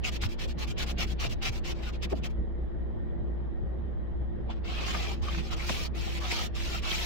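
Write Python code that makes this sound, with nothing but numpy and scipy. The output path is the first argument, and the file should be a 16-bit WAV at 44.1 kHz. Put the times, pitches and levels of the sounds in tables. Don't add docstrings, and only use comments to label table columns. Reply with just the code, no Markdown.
import sys
import numpy as np
from scipy import signal
from scipy.fft import rfft, irfft, next_fast_len
from scipy.io import wavfile
from scipy.ndimage import uniform_filter1d, map_coordinates

SR = 44100
rng = np.random.default_rng(int(sys.argv[2]) if len(sys.argv) > 2 else 0)


def linear_from_db(decibels):
    return 10 ** (np.asarray(decibels, float) / 20)


def to_wav(sig):
    pcm = np.clip(np.atleast_2d(sig), -1, 1) * 32767
    pcm = np.round(pcm).astype(np.int16)
    wavfile.write(sys.argv[1], SR, pcm.T)


N = 310905

# frequency in Hz, density in dB per Hz.
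DRONE_SPECTRUM = [(300, -11), (550, -7.5), (730, 0), (900, -7), (1200, -3.5), (1400, -5), (1600, -9),
                  (1900, -16)]
FROST_SPECTRUM = [(1300, -31), (1750, -7.5), (2050, -5.5), (2300, -1.5), (2480, -2), (2700, -1.5),
                  (2950, -2.5), (3200, -3), (3500, -4.5), (3780, -7), (4600, -12), (6000, -23)]
CRISP_SPECTRUM = [(2800, -28), (3900, -2.5), (5500, -2.5), (7500, -10), (9000, -22), (10000, -41)]
FIZZ_SPECTRUM = [(6500, -37.5), (8800, -4.5), (10500, -4.5), (13300, -3.5), (15800, -4)]

# push start in s, push end in s, pull end in s, push level in dB, pull level in dB.
QUICK_CYCLES = [
    (0.039, 0.095, 0.17, -36.5, -44),
    (0.213, 0.267, 0.34, -38, -47),
    (0.389, 0.455, 0.52, -41, -48.5),
    (0.583, 0.649, 0.72, -40.5, -45.5),
    (0.776, 0.842, 0.92, -36, -41.5),
    (0.981, 1.047, 1.132, -35, -46.5),
    (1.195, 1.271, 1.335, -36.5, -42.5),
    (1.42, 1.495, 1.588, -35.5, -47.5),
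]
# start in s, end in s, level in dB, fizz relative level in dB.
SINGLE_STROKES = [(1.641, 1.726, -41.5, -20), (1.744, 1.82, -55, -25), (1.822, 1.902, -45.5, -23.5),
                  (1.922, 1.963, -50, -25), (2.023, 2.051, -38, -19.5), (2.095, 2.13, -48, -19),
                  (2.149, 2.19, -53, -18.5), (2.234, 2.269, -41, -19), (2.297, 2.314, -55.5, -17),
                  (5.22, 5.408, -43.5, -22.5), (5.403, 5.497, -48, -21), (5.507, 5.545, -38, -23),
                  (5.947, 6.192, -43.5, -18.5), (6.546, 6.798, -40, -19)]
# start in s, end in s, level in dB, fizz relative level in dB.
IDLE_TOUCHES = [
    (4.408, 4.422, -69, -49),
    (4.499, 4.537, -47, -36.5),
    (4.55, 4.596, -61, -36),
    (5.13, 5.209, -57.5, -24),
]
# start in s, dig-in in s, end in s, level once dug in in dB, fizz relative level in dB.
LONG_PUSHES = [
    (4.644, 4.86, 5.15, -39.5, -22),
    (5.56, 5.664, 5.871, -39.5, -15.5),
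    (6.202, 6.294, 6.472, -36, -18),
    (6.82, 6.892, 7.059, -35, -17),
]

# time in s, peak level in dB, centre frequency in Hz.
JAMS = [
    (0.051, -31, 2620),
    (.81, -40, 3400),
    (1.015, -34.5, 2970),
    (1.46, -40, 2800),
    (2.043, -44, 2900),
    (6.317, -33.5, 2280),
    (6.916, -33, 3280),
]
SNAPS = [(0.238, -33.5, 1860), (1.248, -38.5, 900), (1.255, -38, 350), (2.13, -39.5, 900),
         (4.885, -39, 1500), (4.951, -32.5, 1500), (5.285, -43, 2180), (5.349, -40, 1810),
         (5.385, -42, 1420), (5.696, -30.5, 2490), (6.32, -37, 3680), (6.327, -35.5, 503)]
SQUEAKS = [
    (5.235, -47, 1100),
    (5.286, -37.5, 1170),
    (5.607, -40.5, 2200),
    (6.081, -42, 727),
    (6.398, -43, 1280),
    (6.75, -42, 1320),
    (6.863, -54, 1260),
    (.893, -49, 740),
]
KNOCKS = [
    (2.126, -31, 392),
    (2.134, -29.5, 407),
    (2.134, -31, 648),
    (2.141, -31.5, 221),
    (2.165, -41.5, 300),
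    (4.5, -37.5, 745),
    (5.697, -32.5, 1030),
    (5.704, -34.5, 560),
    (5.708, -32.5, 196),
]
THUDS = [
    (0.261, -31, 90.5),
    (.57, -39.5, 168),
    (0.97, -38.5, 168),
    (1.05, -37, 105),
    (1.273, -36, 110),
    (1.5, -35.5, 105),
    (2.25, -40, 166),
    (5.236, -31, 67),
    (5.39, -36.5, 167),
]

# multiple of firing rate, rms level in dB, wander in Hz, flutter in dB.
ENGINE_ORDERS = [(1.014, -41, 0.71, 1.2), (2.12, -34.5, 2.216, 0.96), (3.97, -55.5, 3, 4),
                 (5.03, -60, 2.87, 2), (5.92, -56, 2.994, 3.5), (7.91, -52, 3.935, 3),
                 (11.86, -51, 4.99, 3), (64.9, -72.5, 15, 5.5)]
# frequency in Hz, density in dB per Hz.
CABIN_SPECTRUM = [(3, -21.5), (40, -16), (65, -5.5), (95, -17), (200, -18.5), (260, -25), (345, -20.5),
                  (400, -23.5), (650, -30), (1340, -44), (1900, -44.5), (2680, -58.5), (3150, -53),
                  (4050, -60.5), (4400, -76)]
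# frequency in Hz, density in dB per Hz.
HISS_SPECTRUM = [(3000, -19), (4800, 0), (7000, -15.5), (10000, -17), (13000, -14.5), (16500, -21.5)]
# frequency in Hz, left minus right in dB.
LEAN_DB = [(60, 1), (200, -4.5), (400, 0), (1300, -0.5), (2400, 2), (4400, -1.5), (15000, 1.5)]

TURN_S = 0.02
PUSH_GAINS_DB, PULL_GAINS_DB, PUSH_FIZZ_DB, PULL_FIZZ_DB = 2, 7, -19.5, -17.5
SINGLE_GAINS_DB, TOUCH_GAINS_DB = 4.5, -6.5
RUN_UP_DB, RUN_UP_GAINS_DB, RUN_UP_DULLER_DB = -3, 9, -4.5
REACH_S, FADE_DB_PER_S = 0.13, -50
DRONE_DB, DRONE_PER_FIZZ = -5.5, -0.4
FIRING_HZ = 28.65
TOP_HZ = 15800


def unit(x):
    return x / np.sqrt(np.mean(x ** 2, axis=-1, keepdims=True) + 1e-20)


def along(points, hz):
    f, v = np.transpose(points)
    return np.interp(np.log(hz + 1), np.log(f + 1), v, left=-120, right=-120)


def wobble(rate_hz):
    at = np.arange(0, N + 8, 8)
    knots = rng.standard_normal(int(N * rate_hz / SR) + 4)
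    return np.interp(np.arange(N), at, map_coordinates(knots, [at * rate_hz / SR]))


def filtered(x, response):
    m = next_fast_len(x.shape[-1] + 8192)
    spectrum = rfft(x, m) * response(np.fft.rfftfreq(m, 1 / SR))
    return irfft(spectrum, m)[..., :x.shape[-1]]


def patchy(x, patchy_db, wide, long, size=256):
    z = signal.stft(x, nperseg=size)[2]
    field = rng.standard_normal(z.shape[1:])
    field = uniform_filter1d(field, int(wide), axis=0)
    field = uniform_filter1d(field, int(long), axis=1)
    return signal.istft(z * linear_from_db(patchy_db * field / field.std()), nperseg=size)[1][:, :N]


def scraper():
    fizz_db = np.transpose(strokes())[-1]
    drone_db = DRONE_DB + DRONE_PER_FIZZ * (fizz_db + 20)
    crisp_db = -6.0 + 0.5 * (fizz_db + 19.0)
    bite_db = 0.55 * wobble(28) + 0.8 * wobble(110)
    drone = under_strokes(drone_db + 0.11, 0.0055, 0.01, late_s=0.0011, linger_db=-30)
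    frost = under_strokes(0 * fizz_db - 1.5, 0.0045, 0.005, late_s=0.0005, linger_db=-18)
    crisp = under_strokes(crisp_db, 0.0022, 0.005, late_s=0.002, linger_db=-38)
    fizz = under_strokes(fizz_db + 0.3, 0.0012, 0.004, late_s=0.0035, linger_db=-52)
    return (drone * linear_from_db(1.2 * bite_db) * grit(DRONE_SPECTRUM, 0.57, patchy_db=1.5, modes_db=4.5)
            + frost * linear_from_db(bite_db) * grit(FROST_SPECTRUM, 0.77, patchy_db=1.6, modes_db=3.5)
            + crisp * linear_from_db(1.1 * bite_db) * grit(CRISP_SPECTRUM, 0.88, patchy_db=2.6, modes_db=2.5)
            + fizz * linear_from_db(0.56 * bite_db) * grit(FIZZ_SPECTRUM, 1.1, patchy_db=2.0, modes_db=-0.5))


def strokes():
    rows = [(start, end, db, SINGLE_GAINS_DB, fizz) for start, end, db, fizz in SINGLE_STROKES]
    rows += [(start, end, db, TOUCH_GAINS_DB, fizz) for start, end, db, fizz in IDLE_TOUCHES]
    for start, turn, end, push_db, pull_db in QUICK_CYCLES:
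        rows.append((start, turn, push_db, PUSH_GAINS_DB, PUSH_FIZZ_DB))
        rows.append((turn + TURN_S, end, pull_db, PULL_GAINS_DB, PULL_FIZZ_DB))
    for start, dig, end, db, fizz in LONG_PUSHES:
        rows.append((start, dig, db + RUN_UP_DB, RUN_UP_GAINS_DB, fizz + RUN_UP_DULLER_DB))
        rows.append((dig, end, db, FADE_DB_PER_S * (end - dig - REACH_S), fizz))
    return sorted(rows)


def under_strokes(column_db, rise_s, fall_s, late_s, linger_db):
    power, t, rest = np.zeros(N), np.arange(N) / SR, -1
    step = lambda x, edge_s: 1 / (1 + np.exp(-x / edge_s))
    for (start, end, db, gain_db, _), rel_db in zip(strokes(), column_db):
        near = slice(max(int((start - 0.07) * SR), 0), int((end + 0.07) * SR))
        since = t[near] - start - late_s * (start - rest > 0.012)
        left = end - t[near]
        progress = np.clip((t[near] - start) / max(end - start, 0.005), 0, 1)
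        ramp = step(since, rise_s) * step(left, fall_s)
        ramp = ramp + linear_from_db(linger_db) * step(since, 0.031) * step(left, 0.038)
        power[near] += (linear_from_db(db + rel_db + gain_db * (progress - 0.5)) * ramp) ** 2
        rest = end
    return np.sqrt(power)


def grit(spectrum, grain_db, patchy_db, modes_db):
    clumps = linear_from_db(grain_db * wobble(900))
    cracks = patchy(clumps * rng.standard_normal((2, N)), patchy_db, wide=4.3, long=9)
    cracks = patchy(cracks, modes_db, wide=2.5, long=3.5, size=2048)
    return unit(filtered(cracks, lambda hz: linear_from_db(along(spectrum, hz))))


def crunches():
    out = np.zeros((2, N + SR))
    for rows, octaves, length_s in ((JAMS, 0.28, 0.0086), (SNAPS, 1.3, 0.0052), (SQUEAKS, 0.15, 0.01),
                                    (KNOCKS, 0.38, 0.0057), (THUDS, 0.45, 0.02)):
        for at_s, db, hz in rows:
            start = round(at_s * SR)
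            out[:, start:start + 4096] += linear_from_db(db) * blow(hz, octaves, length_s)
    return out[:, 2048:N + 2048]


def blow(centre_hz, octaves, length_s):
    t = np.arange(-2048, 2048) / SR
    burst = rng.standard_normal((2, len(t)))
    burst[[0, 1], 2048 + rng.integers(-40, 40, size=2)] += 0.9 * np.sqrt(length_s * SR)
    band = lambda f: np.exp(-(np.log2((f + 1) / centre_hz) / octaves) ** 2) / np.sqrt(f + 1)
    swell = np.exp(-0.5 * (t / length_s) ** 2)
    ring = swell * filtered(burst, band)
    return ring * np.sqrt(np.sum(swell ** 2) / np.sum(ring ** 2, axis=1, keepdims=True))


def engine():
    out = np.zeros((2, N))
    for multiple, db, wander_hz, flutter_db in ENGINE_ORDERS:
        for side, offset in zip(out, (1.011, 0.989)):
            detune = offset ** (2 < multiple < 3)
            hz = multiple * FIRING_HZ * detune + wander_hz * (wobble(7.5) + 1.204 * wobble(24))
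            level = linear_from_db(db + flutter_db * wobble(16)) * np.sqrt(2)
            side += level * np.sin(2 * np.pi * (np.cumsum(hz) / SR + rng.random()))
    return out


def cabin():
    rumble = patchy(rng.standard_normal((2, N)), patchy_db=2.13, wide=2.3, long=12)
    rumble = filtered(rumble, lambda hz: linear_from_db(along(CABIN_SPECTRUM, hz)))
    hiss = filtered(rng.standard_normal((2, N)), lambda hz: linear_from_db(along(HISS_SPECTRUM, hz)))
    return linear_from_db(-39) * unit(rumble) + linear_from_db(-85.0) * unit(hiss)


def scene():
    return scraper() + crunches() + engine() + cabin()


def top_cut(x):
    return signal.sosfilt(signal.butter(12, 15990, fs=SR, output="sos"), x)


def record(dry):
    sides = np.array([[0.5], [-0.5]])
    lean = lambda hz: linear_from_db(along(LEAN_DB, np.clip(hz, 70, 14000)) * sides) * (hz < TOP_HZ)
    return top_cut(filtered(dry, lean))


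dry = scene()
out = record(dry)
to_wav(out)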